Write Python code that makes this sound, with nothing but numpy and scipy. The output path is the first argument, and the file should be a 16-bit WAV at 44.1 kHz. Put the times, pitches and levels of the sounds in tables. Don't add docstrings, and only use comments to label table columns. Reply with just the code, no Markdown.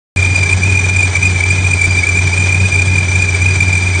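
import sys
import numpy as np
from scipy import signal
from scipy.fft import rfft, irfft
from scipy.io import wavfile

SR = 44100
rng = np.random.default_rng(int(sys.argv[2]) if len(sys.argv) > 2 else 0)


def persist_wave(psi):
    counts = np.round(np.clip(psi, -1, 1) * 32767).astype(np.int16)
    wavfile.write(sys.argv[1], SR, np.atleast_2d(counts).T)


N = 176400

START_S = .162
# (s, firing rate Hz)
SPEED = [(0.17, 92.0), (0.43, 92.4), (0.47, 90.0), (0.55, 93.5), (0.63, 91.8), (0.67, 95.6), (0.73, 93.0),
         (0.89, 92.0), (1.03, 93.7), (1.15, 89.0), (1.25, 93.9), (1.41, 88.9), (1.53, 93.6), (1.73, 92.2),
         (1.85, 89.2), (1.87, 92.1), (1.99, 90.9), (2.03, 86.7), (2.09, 92.4), (2.11, 90.0), (2.25, 92.9),
         (2.31, 88.8), (2.39, 93.5), (2.48, 91.8), (2.66, 94.6), (2.7, 91.7), (2.9, 93.3), (3.0, 93.1),
         (3.06, 90.2), (3.2, 93.2), (3.38, 89.7), (3.48, 93.7), (3.6, 90.9), (3.62, 93.0), (3.8, 90.8), (3.9, 93.2),
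         (3.94, 89.1), (4.0, 91.2)]
# (s at the middle, peak dB)
CHIRPS = [(.176, -11), (.197, -10), (.23, -6.5), (.252, -6), (.277, -10), (.362, -4), (.416, -12), (.437, -6), (.467, -10),
          (.498, -6), (.516, -8), (.532, -4.5), (.638, -7), (.663, -12), (.7, -10), (.728, -8), (.757, -8), (.777, -7), (.798, -8),
          (.848, -11), (.898, -8), (.968, -6), (.994, -6), (1.009, -7), (1.034, -6.5), (1.053, -10), (1.158, -5.5), (1.171, -9),
          (1.232, -5), (1.258, -6), (1.273, -6), (1.365, -11), (1.409, -7), (1.441, -4), (1.51, -5.5), (1.587, -10),
          (1.651, -10), (1.669, -8), (1.716, -8), (1.738, -4), (1.795, -11), (1.82, -5), (1.846, -6), (1.858, -8), (1.912, -10),
          (1.954, -11), (1.978, -8), (1.993, -5), (2.039, -5), (2.073, -6), (2.095, -5.5), (2.156, -9), (2.177, -6), (2.194, -7),
          (2.277, -9), (2.337, -10), (2.382, -6), (2.406, -10), (2.426, -8.5), (2.447, -9), (2.494, -7), (2.528, -6.5), (2.549, -5),
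          (2.608, -12), (2.66, -10), (2.726, -8), (2.745, -7), (2.76, -5), (2.796, -7), (2.823, -5), (2.886, -11), (2.938, -11),
          (2.96, -7), (2.986, -6), (3.09, -11), (3.16, -5), (3.203, -10), (3.226, -5.5), (3.292, -8), (3.35, -8), (3.426, -9),
          (3.464, -5), (3.491, -9), (3.51, -10), (3.563, -11), (3.609, -4), (3.629, -7), (3.685, -10), (3.733, -7), (3.756, -6),
          (3.779, -9), (3.827, -10), (3.873, -10), (3.959, -11)]
CYLINDERS, MESH_ORDER = 8, 26
BOOM_DB, BOOM_SHAKE = -10.5, 0.16
CHIRP_DB, CHIRP_SCATTER_HZ, CHIRP_GLIDE_HZ_PER_S, CHIRP_SKEW = .3, 20, 7500, .9
# (multiple of the mesh tone, dB)
OVERTONES = [(2, -25.5), (3, -21), (4, -31.5)]
WHINE_DB, WHINE_JITTER_HZ, WHINE_FLUTTER_DB = -17.5, 24, 5.5
# (Hz, width Hz, dB rms, share that follows the chirps 0-1)
HOUSING = [(407.8, 14, -38, 0.4), (880, 49, -40.5, 0.13), (1672.5, 87, -38, 0), (2058, 6.8, -38.5, 0.1), (3620, 76, -41, 0.18), (4807, 20, -37, 0.22), (5973, 92, -34, 0.18), (7175, 99, -36.5, .55), (7430, 70, -42, 0.87), (8205, 860, -36.5, 0.46)]
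# (Hz, dB per Hz)
BLOCK = [(20, -16.5), (38, -7), (48, -12), (60, -0.5), (100, -6), (148, 0.5), (168, -7.5), (186, -2), (235, -12.5), (275, -8), (345, -10.5), (400, -8.5), (480, -22.5), (900, -24.5), (2000, -61.5)]
BLOCK_DB, BLOCK_UNEVEN, BLOCK_NOISE = -25, 0.55, 2.32
# (Hz, dB per Hz)
HISS = [(100, -12), (450, -2.5), (800, 0.5), (1150, -3), (1600, -1), (1930, -3.5), (2270, 7), (2540, 5.5), (2670, -16), (2790, -15.5), (2890, -3.5), (3700, -4.5), (4500, -6.5), (5150, -10), (5700, -4), (6600, -6.5), (7200, -3.5), (7700, -15), (8300, -1), (9300, -18.5)]
HISS_DB, HISS_PULSING, HISS_FLUTTER_DB = -24, 0.038, 1.85
TICK_DB, TICK_SPREAD_DB, TICK_DECAY_S = -38, 3, .002
CUTOFF_HZ = 9550
# (s, change of the boom dB)
STUMBLES = [(0.36, -6), (0.49, -5), (0.621, -5), (.705, 1.5), (0.8, -3), (1.14, -6.5), (1.225, -6), (1.44, -4), (1.79, -5), (2.05, -8), (2.28, 0), (2.72, -7), (3.07, -1.5), (3.27, -3.5)]
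STUMBLE_S, IDLE_HZ = 0.021, 92.37
# (multiple of the engine cycle, dB)
ORDERS = [(7, -19.5), (8, 0), (11, -26.5), (13, -20), (16, -24.5)]
BOOM_DB_PER_HZ, BLOCK_DB_PER_HZ = .65, .7
CEILING = .93
CHIRP_S, CHIRP_S_PER_DB, CHIRP_LENGTH_SPREAD = .0062, -.0006, .15
BACKLASH_S, BACKLASH_DB, TOOTH_CHATTER = .002, -8, .12
RING_WAVER, RING_FLUTTER_DB = .004, 3
# (Hz, dB per Hz)
RASP = [(2800, -31), (3500, -6.5), (5100, -8.5), (6300, -2), (7700, -11), (8400, 6.5), (9300, 0.5)]
RASP_DB = -34
# (s at the middle, half length s)
LULLS = [(.58, .05), (1.11, .03), (1.2, .02), (2.695, .018)]


def amp(db):
    return 10 ** (np.asarray(db) / 20)


def unit(x):
    return x / np.sqrt(np.mean(x ** 2) + 1e-20)


def curve(points):
    return np.interp(np.arange(N) / SR, *np.transpose(points))


def add(mix, s, sound):
    part = mix[max(round(s * SR), 0):][:len(sound)]
    part += sound[:len(part)]


def colour(x, points):
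    hz, db = np.transpose(points)
    log_gain = np.log(amp(np.interp(np.log(abs(np.fft.fftfreq(N, 1 / SR)) + 1), np.log(hz), db)))
    return unit(np.fft.ifft(np.fft.fft(x) * np.exp(signal.hilbert(log_gain).conj())).real)


def wander(hz):
    return unit(irfft(rfft(rng.standard_normal(N)) / (1 + (np.fft.rfftfreq(N, 1 / SR) / hz) ** 4), N))


def resonate(x, hz, width_hz):
    turn, r = np.exp(2j * np.pi * np.cumsum(hz * np.ones(N)) / SR), np.exp(-np.pi * width_hz / SR)
    return unit((turn * signal.lfilter([(1 - r) ** 2], [1, -2 * r, r * r], x / turn)).real)


def firings(turns):
    return np.flatnonzero(np.diff(np.floor(turns)) > 0)


def exhaust(turns, firing_hz):
    t, surge = np.arange(N) / SR, firing_hz - IDLE_HZ
    dips = sum(db * np.exp(-((t - s) / STUMBLE_S) ** 2) for s, db in STUMBLES)
    boom = sum(amp(db) * np.sin(2 * np.pi * (round(k) * turns / CYLINDERS + rng.random())) for k, db in ORDERS)
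    boom = boom * amp(BOOM_DB + BOOM_DB_PER_HZ * surge + dips) * (1 + BOOM_SHAKE * wander(hz=24))
    at, pulses = firings(turns), np.zeros(N)
    pulses[at] = 1 + BLOCK_UNEVEN * rng.standard_normal(N)[:len(at)]
    block = colour(unit(pulses) + BLOCK_NOISE * rng.standard_normal(N), BLOCK)
    return boom + block * amp(BLOCK_DB + BLOCK_DB_PER_HZ * surge)


def chirps():
    swell, bend, slack = np.zeros((3, N))
    for (s, db), (detune, stretch) in zip(CHIRPS, rng.standard_normal((len(CHIRPS), 2))):
        length = (CHIRP_S + CHIRP_S_PER_DB * db) * np.exp(CHIRP_LENGTH_SPREAD * stretch)
        t = np.arange(-length, length, 1 / SR)
        shape = np.sin(np.pi * np.linspace(0, 1, len(t)) ** CHIRP_SKEW) ** 2
        add(swell, s - length, amp(db + CHIRP_DB) * shape)
        add(bend, s - length, np.sqrt(shape) * (CHIRP_SCATTER_HZ * detune + CHIRP_GLIDE_HZ_PER_S * t))
        add(slack, s - length - BACKLASH_S, shape)
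    return swell, bend, slack


def supercharger(firing_hz):
    swell, bend, slack = chirps()
    slack = slack + sum(np.clip(2 - 2 * abs(np.arange(N) / SR - s) / half, 0, 1) for s, half in LULLS)
    running = amp(WHINE_DB + BACKLASH_DB * slack) * unit(amp(WHINE_FLUTTER_DB * np.minimum(wander(hz=87), 1)))
    level = np.hypot(swell, running)
    jitter = WHINE_JITTER_HZ * wander(hz=81.3) * np.sqrt(running / level)
    level = level * (1 + TOOTH_CHATTER * wander(hz=156))
    angle = 2 * np.pi * np.cumsum(MESH_ORDER * firing_hz + bend + jitter) / SR
    bright = sum(amp(db) * np.sin(round(k) * angle) for k, db in OVERTONES)
    sound, load = level * (np.sin(angle) + 2 * level * bright), unit(swell)
    waver = 1 + RING_WAVER * wander(hz=40)
    for hz, width, db, share in HOUSING:
        ring = resonate(rng.standard_normal(N), hz * waver, width)
        sound = sound + amp(db) * unit((1 - share + share * load) * ring * amp(RING_FLUTTER_DB * wander(hz=44.8)))
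    return sound + amp(RASP_DB) * colour(level ** 2 * rng.standard_normal(N), RASP)


def intake(turns):
    gusts = (1 + HISS_PULSING * np.cos(2 * np.pi * turns)) * amp(HISS_FLUTTER_DB * wander(hz=41.7))
    at, knocks = firings(2 * turns), np.zeros(N)
    knocks[at] = amp(TICK_SPREAD_DB * np.clip(rng.standard_normal(N)[:len(at)], -2, 2))
    ticks = unit(signal.lfilter([1], [1, -np.exp(-1 / (TICK_DECAY_S * SR))], knocks))
    return amp(HISS_DB) * colour(gusts * rng.standard_normal(N), HISS) + amp(TICK_DB) * colour(ticks * rng.standard_normal(N), HISS)


def scene():
    firing_hz = curve(SPEED)
    turns = np.cumsum(firing_hz) / SR
    return (exhaust(turns, firing_hz) + supercharger(firing_hz) + intake(turns))[None]


def record(dry):
    rounded = dry / (1 + (dry / CEILING) ** 8) ** (1 / 8)
    low_pass = signal.firwin(401, CUTOFF_HZ, window=("kaiser", 8), fs=SR)
    return signal.oaconvolve(rounded * (np.arange(N) >= START_S * SR), low_pass[None], "same")


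dry = scene()
out = record(dry)
persist_wave(out)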